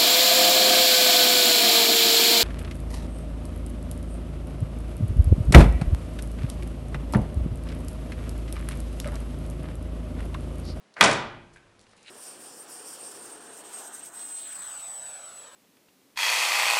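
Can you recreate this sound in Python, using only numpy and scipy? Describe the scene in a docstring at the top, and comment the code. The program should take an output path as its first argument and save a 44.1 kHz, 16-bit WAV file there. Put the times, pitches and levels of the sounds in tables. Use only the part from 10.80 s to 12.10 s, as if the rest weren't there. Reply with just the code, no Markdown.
"""Car door slam in a garage

A light steel car door is slammed in a concrete garage, heard close by. Seal rub is stick-slip pulses and hiss;
blows, glass and trim rattles and ticks are decaying noise bursts; latch and panels are decaying sines.
Body shudder is noise dying at a different speed per frequency; decaying noise rings out the garage.
One small tick comes before the slam, more after it, with a rustle and crackle of someone shifting nearby,
over faint room hiss. Loud peaks clip."""
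import sys
import numpy as np
from scipy import signal
from scipy.fft import rfft, irfft, next_fast_len
from scipy.io import wavfile
from scipy.ndimage import map_coordinates

SR = 44100
rng = np.random.default_rng(int(sys.argv[2]) if len(sys.argv) > 2 else 0)


def invert_db(level):
    """Linear amplitude ratio for a level in decibels (20 dB per decade), elementwise."""
    return 10 ** (np.asarray(level, dtype=float) / 20)


def log_audio(samples):
    """Write samples as a 16-bit WAV file to the path given in sys.argv[1]."""
    # one column per channel
    frames = np.atleast_2d(samples).T
    # limit to full scale, then quantise
    limited = np.clip(frames, -1, 1)
    pcm = np.round(limited * 32767).astype(np.int16)
    wavfile.write(sys.argv[1], SR, pcm)


N = 57330
T = np.arange(N) / SR


def unit(x):
    """Scale to rms 1."""
    return x / np.sqrt(np.mean(x ** 2) + 1e-20)


def along(points, hz):
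    """Interpolate (Hz, value) points on a log frequency axis."""
    f, v = np.transpose(points)
    return np.interp(np.log(hz + 1), np.log(f + 1), v)


def filtered(x, response):
    """Multiply the spectrum of x by a response of frequency, zero-padded."""
    m = next_fast_len(N + SR // 2)
    return irfft(rfft(x, m) * response(np.fft.rfftfreq(m, 1 / SR)), m)[:N]


def shaped(x, spectrum):
    """Filter x by (Hz, dB) points."""
    return filtered(x, lambda hz: invert_db(along(spectrum, hz)))


def noise(spectrum):
    """Coloured noise of rms 1."""
    return unit(shaped(rng.standard_normal(N), spectrum))


def grainy(spectrum, grain_db):
    """Coloured noise of rms 1 whose level flickers within milliseconds."""
    flicker = map_coordinates(rng.standard_normal(600), [T * 400])  # 400 random points a second
    return unit(invert_db(grain_db * flicker) * noise(spectrum))


def level(rows):
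    """Gain per sample from (s, dB) rows, -150 dB before the first."""
    s, db = np.transpose(rows)
    return invert_db(np.interp(T, s, db, left=-150))


def build_up(rise_s):
    """Exponential approach to 1 with time constant rise_s."""
    return 1 - np.exp(-T / rise_s)


def dying(s, db, t60, rise_s=0.00037):
    """Quick rise at s, then exponential decay."""
    t = np.maximum(T - s, 0)
    return invert_db(db - 60 * t / t60) * (1 - np.exp(-t / rise_s))


def tail(x, t60s):
    """Make each frequency of x die at its own speed from the first sample."""
    hz, t, z = signal.stft(x, SR, nperseg=512)
    decay = invert_db(-60 * t / along(t60s, hz)[:, None])
    return signal.istft(z * decay, SR, nperseg=512)[1][:N]


# Blows of door on frame. Each row: start in seconds, level in dB, t60 in seconds.
BLOWS = [(0.2094, -2, 0.036), (0.2177, -15, 0.018), (0.2247, -13, 0.066), (0.2294, -18.5, 0.01),
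         (0.241, -17, 0.11), (.2600, -19.5, 0.066)]
# Colour of the blows. Each row: frequency in Hz, relative level in dB.
STRIKE_SPECTRUM = [(30, -28.5), (200, -15), (487, -10), (800, -2), (1180, -1.5), (1500, -3.5), (1850, -3.5),
                   (2400, -5.5), (2800, -7.5), (3500, -7), (4400, -13.5), (9900, -30), (12000, -48.5)]


def blows():
    """Door striking frame: broadband bursts, each with its own decay."""
    return noise(STRIKE_SPECTRUM) * sum(dying(*row) for row in BLOWS)


def from_first_blow(x):
    """Delay x to the first blow."""
    start = round(BLOWS[0][0] * SR)
    return np.pad(x, (start, 0))[:N]


# Short latch modes. Each row: frequency in Hz, level in dB, t60 in seconds.
LATCH_MODES = [(992, -17, .06), (1207, -9, 0.078), (1720, -10, 0.031), (1959, -12.5, .05), (2402, -12, .05),
               (3343, -8.5, .04), (3646, -23.5, .035)]


def latch():
    """Latch struck at the first blow: brief metallic modes as decaying sines."""
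    ring = np.zeros(N)
    for hz, db, t60 in LATCH_MODES:
        envelope = dying(BLOWS[0][0], db + rng.normal(0, 1), t60)
        ring += envelope * np.sin(2 * np.pi * (hz * T + rng.uniform()))
    return ring


# Rattles of glass and trim. Each row: start in seconds, level in dB, t60 in seconds.
RATTLES = [(0.209, -20, 0.026), (0.227, -14.5, 0.01), (0.2386, -11, 0.026), (0.245, -22, 0.046),
           (0.257, -22, 0.028), (0.274, -26, 0.04), (0.312, -25.5, 0.048), (0.329, -28.5, 0.042)]
# Colour of the rattles. Each row: frequency in Hz, relative level in dB.
TRIM_SPECTRUM = [(2500, -26.5), (4000, 2), (5500, 4), (7500, 0), (9500, -2.5), (11500, -21.5),
                 (13000, -52.5)]


def rattles():
    """Loose glass and trim: bright decaying bursts."""
    return noise(TRIM_SPECTRUM) * sum(dying(*row) for row in RATTLES)


# Colour of the body vibration. Each row: frequency in Hz, relative level in dB.
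SHUDDER_SPECTRUM = [(15, -51.5), (25, -25.5), (223, -7), (304, -7), (448, -4), (509, -11), (550, -5.5),
                    (1460, -10), (7050, -22.5), (10100, -28.5), (11800, -52), (15300, -81), (22000, -120)]
# Decay of the body vibration. Each row: frequency in Hz, t60 in seconds.
SHUDDER_T60 = [(40, 0.55), (120, .8), (400, 0.56), (1500, 0.61), (4000, 0.23), (7000, 0.2), (11000, .33)]


def shudder():
    """Dense body modes after the first blow: noise with frequency-dependent decay."""
    level_db, rise_s = -13, 0.018
    vibration = invert_db(level_db) * tail(noise(SHUDDER_SPECTRUM), SHUDDER_T60)
    return from_first_blow(vibration * build_up(rise_s))


# Long panel and cabin modes. Each row: frequency in Hz, level in dB, t60 in seconds.
PANELS = [(32.5, -47.5, 1.5), (52, -49, 1.8), (92, -45.5, 0.6), (104.4, -45, 1.7), (113.7, -47, 1.4),
          (134, -32.5, 0.98), (198.9, -23.5, 0.32), (233.3, -32.5, .6), (348.4, -38, 1.28),
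          (383, -28.5, 0.083), (443.7, -17.5, 0.34), (569.6, -25, 0.6), (639, -27.5, 0.59),
          (757.4, -20.5, 0.42), (832, -33, .4), (983, -24.5, 0.17), (1150, -24, .25), (1210, -30, 0.088),
          (1700, -21, 0.34), (2320, -27.5, 0.41)]


def panels():
    """Panels and cabin ringing after the first blow: decaying sines of wandering phase."""
    rise_s, waver_rad = 0.029, 0.55
    modes = np.zeros(N)
    for hz, db, t60 in PANELS:
        wander = waver_rad * map_coordinates(rng.standard_normal(40), [T * 20])  # 20 random points a second
        modes += invert_db(db - 60 * T / t60) * np.sin(2 * np.pi * hz * T + wander)
    return from_first_blow(modes * build_up(rise_s))


# Seal rub before the door seats. Each row: time in seconds, level in dB.
RUB = [(.160, -75), (.166, -41), (.185, -36.5), (.200, -41), (.2075, -26.5), (.2095, -18.5), (.212, -75)]
# Colour of the rubber. Each row: frequency in Hz, relative level in dB.
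SEAL_SPECTRUM = [(150, -35.5), (400, -14.5), (560, -6), (900, -4), (2000, -2.5), (2600, -10), (3660, -25.5),
                 (4700, -21), (5600, -30.5), (9500, -37), (12000, -60)]


def seal():
    """Rubber seal: uneven stick-slip pulses plus hiss, coloured by the rubber."""
    slips_hz, jitter_periods, spread_db = 373.2, 0.4, 8.4
    hiss_ratio = 0.79  # hiss rms over slip rms
    k = np.arange(int(N / SR * slips_hz) - 2) + 1
    slip_s = (k + jitter_periods * rng.uniform(-1, 1, len(k))) / slips_hz
    slips = np.zeros(N)
    slips[(slip_s * SR).astype(int)] = invert_db(rng.normal(0, spread_db, len(k)))
    rub = unit(slips) + hiss_ratio * rng.standard_normal(N)
    return level(RUB) * unit(shaped(rub, SEAL_SPECTRUM))


# Air push. Each row: time in seconds, level in dB.
PUSH = [(.165, -75), (.185, -51.5), (.2, -47.5), (.21, -35.5), (.225, -68.5)]
# Colour of the air push. Each row: frequency in Hz, relative level in dB.
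GAP_SPECTRUM = [(60, -19), (130, -1.5), (230, -2.5), (550, 1), (900, -22.5)]


def gap_air():
    """Air squeezed from the door gap: a swell of low noise."""
    return level(PUSH) * noise(GAP_SPECTRUM)


# Ticks nearby. Each row: start in seconds, level in dB, centre in Hz, bandwidth over centre, t60 in seconds.
TICKS = [(0.14, -51.5, 4180, 1.15, .03), (.736, -56, 7470, 1.46, 0.053), (.760, -48, 1523, 0.55, 0.056),
         (0.7608, -59, 8100, 1.4, 0.066), (0.771, -52, 2200, 0.71, 0.027), (0.779, -52, 2117, .6, 0.036),
         (0.9932, -46.5, 3480, 2.3, 0.0077), (1.013, -51.5, 5520, 1.6, 0.019),
         (1.040, -56, 4510, 0.79, 0.016), (1.0673, -51, 1286, 1.65, 0.028), (1.132, -52, 1205, 1.67, .05),
         (1.165, -61, 8540, 0.82, .05), (1.176, -56.5, 7060, 1.4, 0.033), (1.228, -49.5, 7500, 1.6, .025)]


def ticks():
    """Faint clicks: each a noise burst through a broad resonance applied twice."""
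    out = np.zeros(N)
    for s, db, hz, width, t60 in TICKS:
        def band(f):
            damping = 1j * f * hz * width
            return (damping / (hz * hz - f * f + damping)) ** 2
        click = unit(filtered(rng.standard_normal(N), band))
        out += dying(s, db, t60, rise_s=0.0001) * click
    return out


# Rustle nearby. Each row: time in seconds, level in dB.
RUSTLE = [(1.03, -86), (1.12, -79), (1.155, -90), (1.175, -61), (1.21, -66.5), (1.255, -59), (1.277, -47.5),
          (1.3, -46)]
# Colour of the cloth. Each row: frequency in Hz, relative level in dB.
CLOTH_SPECTRUM = [(290, -45), (500, -11), (895, -5), (1010, -26), (1120, -12), (1440, -2), (2060, 3),
                  (2830, 6.5), (3450, -2), (3940, 5.5), (5200, -10), (10100, -12), (11800, -42),
                  (15300, -72), (22000, -120)]


def rustle():
    """Swelling cloth stroke: grainy noise."""
    return level(RUSTLE) * grainy(CLOTH_SPECTRUM, grain_db=2.2)


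# Thin crackle nearby. Each row: time in seconds, level in dB.
CRACKLE = [(.72, -87), (.74, -65), (.79, -76), (.82, -98), (.98, -90), (1.0, -66), (1.035, -67),
           (1.05, -87), (1.085, -66.5), (1.135, -66.5), (1.145, -91), (1.165, -69), (1.3, -66)]
# Colour of the crackle. Each row: frequency in Hz, relative level in dB.
FIZZ_SPECTRUM = [(2000, -23), (4500, 2), (7500, -5), (9500, -2), (11000, -14), (12500, -43)]


def crackle():
    """Thin high crackle: noise with deeper level flicker than the rustle."""
    return level(CRACKLE) * grainy(FIZZ_SPECTRUM, grain_db=3.5)


# Decay of the garage. Each row: frequency in Hz, t60 in seconds.
GARAGE_T60 = [(60, 2.6), (250, 0.77), (1000, 0.64), (3000, 0.61), (6000, 0.39), (11000, 0.25)]


def garage(x):
    """Diffuse answer of concrete walls: convolution with decaying noise of unit energy."""
    level_db, rise_s = -9, 0.018
    answer = tail(rng.standard_normal(N), GARAGE_T60) * build_up(rise_s)
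    answer /= np.linalg.norm(answer)
    return invert_db(level_db) * signal.fftconvolve(x, answer)[:N]


# Colour of the room hiss. Each row: frequency in Hz, relative level in dB.
HISS_SPECTRUM = [(18, -73.5), (30, -37.5), (161, -17.5), (202, -5), (234, -13.5), (450, -12), (1000, -15),
                 (1110, -16), (3340, -22.5), (12000, -36), (15600, -69.5), (22000, -120)]


def hiss():
    """Faint room hiss: steady coloured noise."""
    level_db = -62
    return invert_db(level_db) * noise(HISS_SPECTRUM)


def scene():
    """Sum all sources, with blows, rattles, seal and ticks also through the garage."""
    sharp = blows() + rattles() + seal() + ticks()
    direct_only = latch() + shudder() + panels() + gap_air() + rustle() + crackle() + hiss()
    return (sharp + garage(sharp) + direct_only)[None]


# Microphone response. Each row: frequency in Hz, gain in dB.
MIC_RESPONSE = [(20, 0), (10500, -1), (11500, -11), (12200, -40.5), (13000, -81.5)]


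def microphone(x):
    """Treble roll-off, then hard clipping at the input."""
    clip_top = 0.72  # of full scale
    return np.clip(shaped(x, MIC_RESPONSE), -clip_top, clip_top)


def top_cut(x):
    """Nothing passes above the cut-off."""
    return signal.sosfilt(signal.butter(12, 16300, fs=SR, output="sos"), x)


def record(dry):
    """Pick up by microphone, then band-limit."""
    top_hz = 16000
    mix = filtered(microphone(dry[0]), lambda hz: hz < top_hz)[None]
    return top_cut(mix)


dry = scene()
out = record(dry)
log_audio(out)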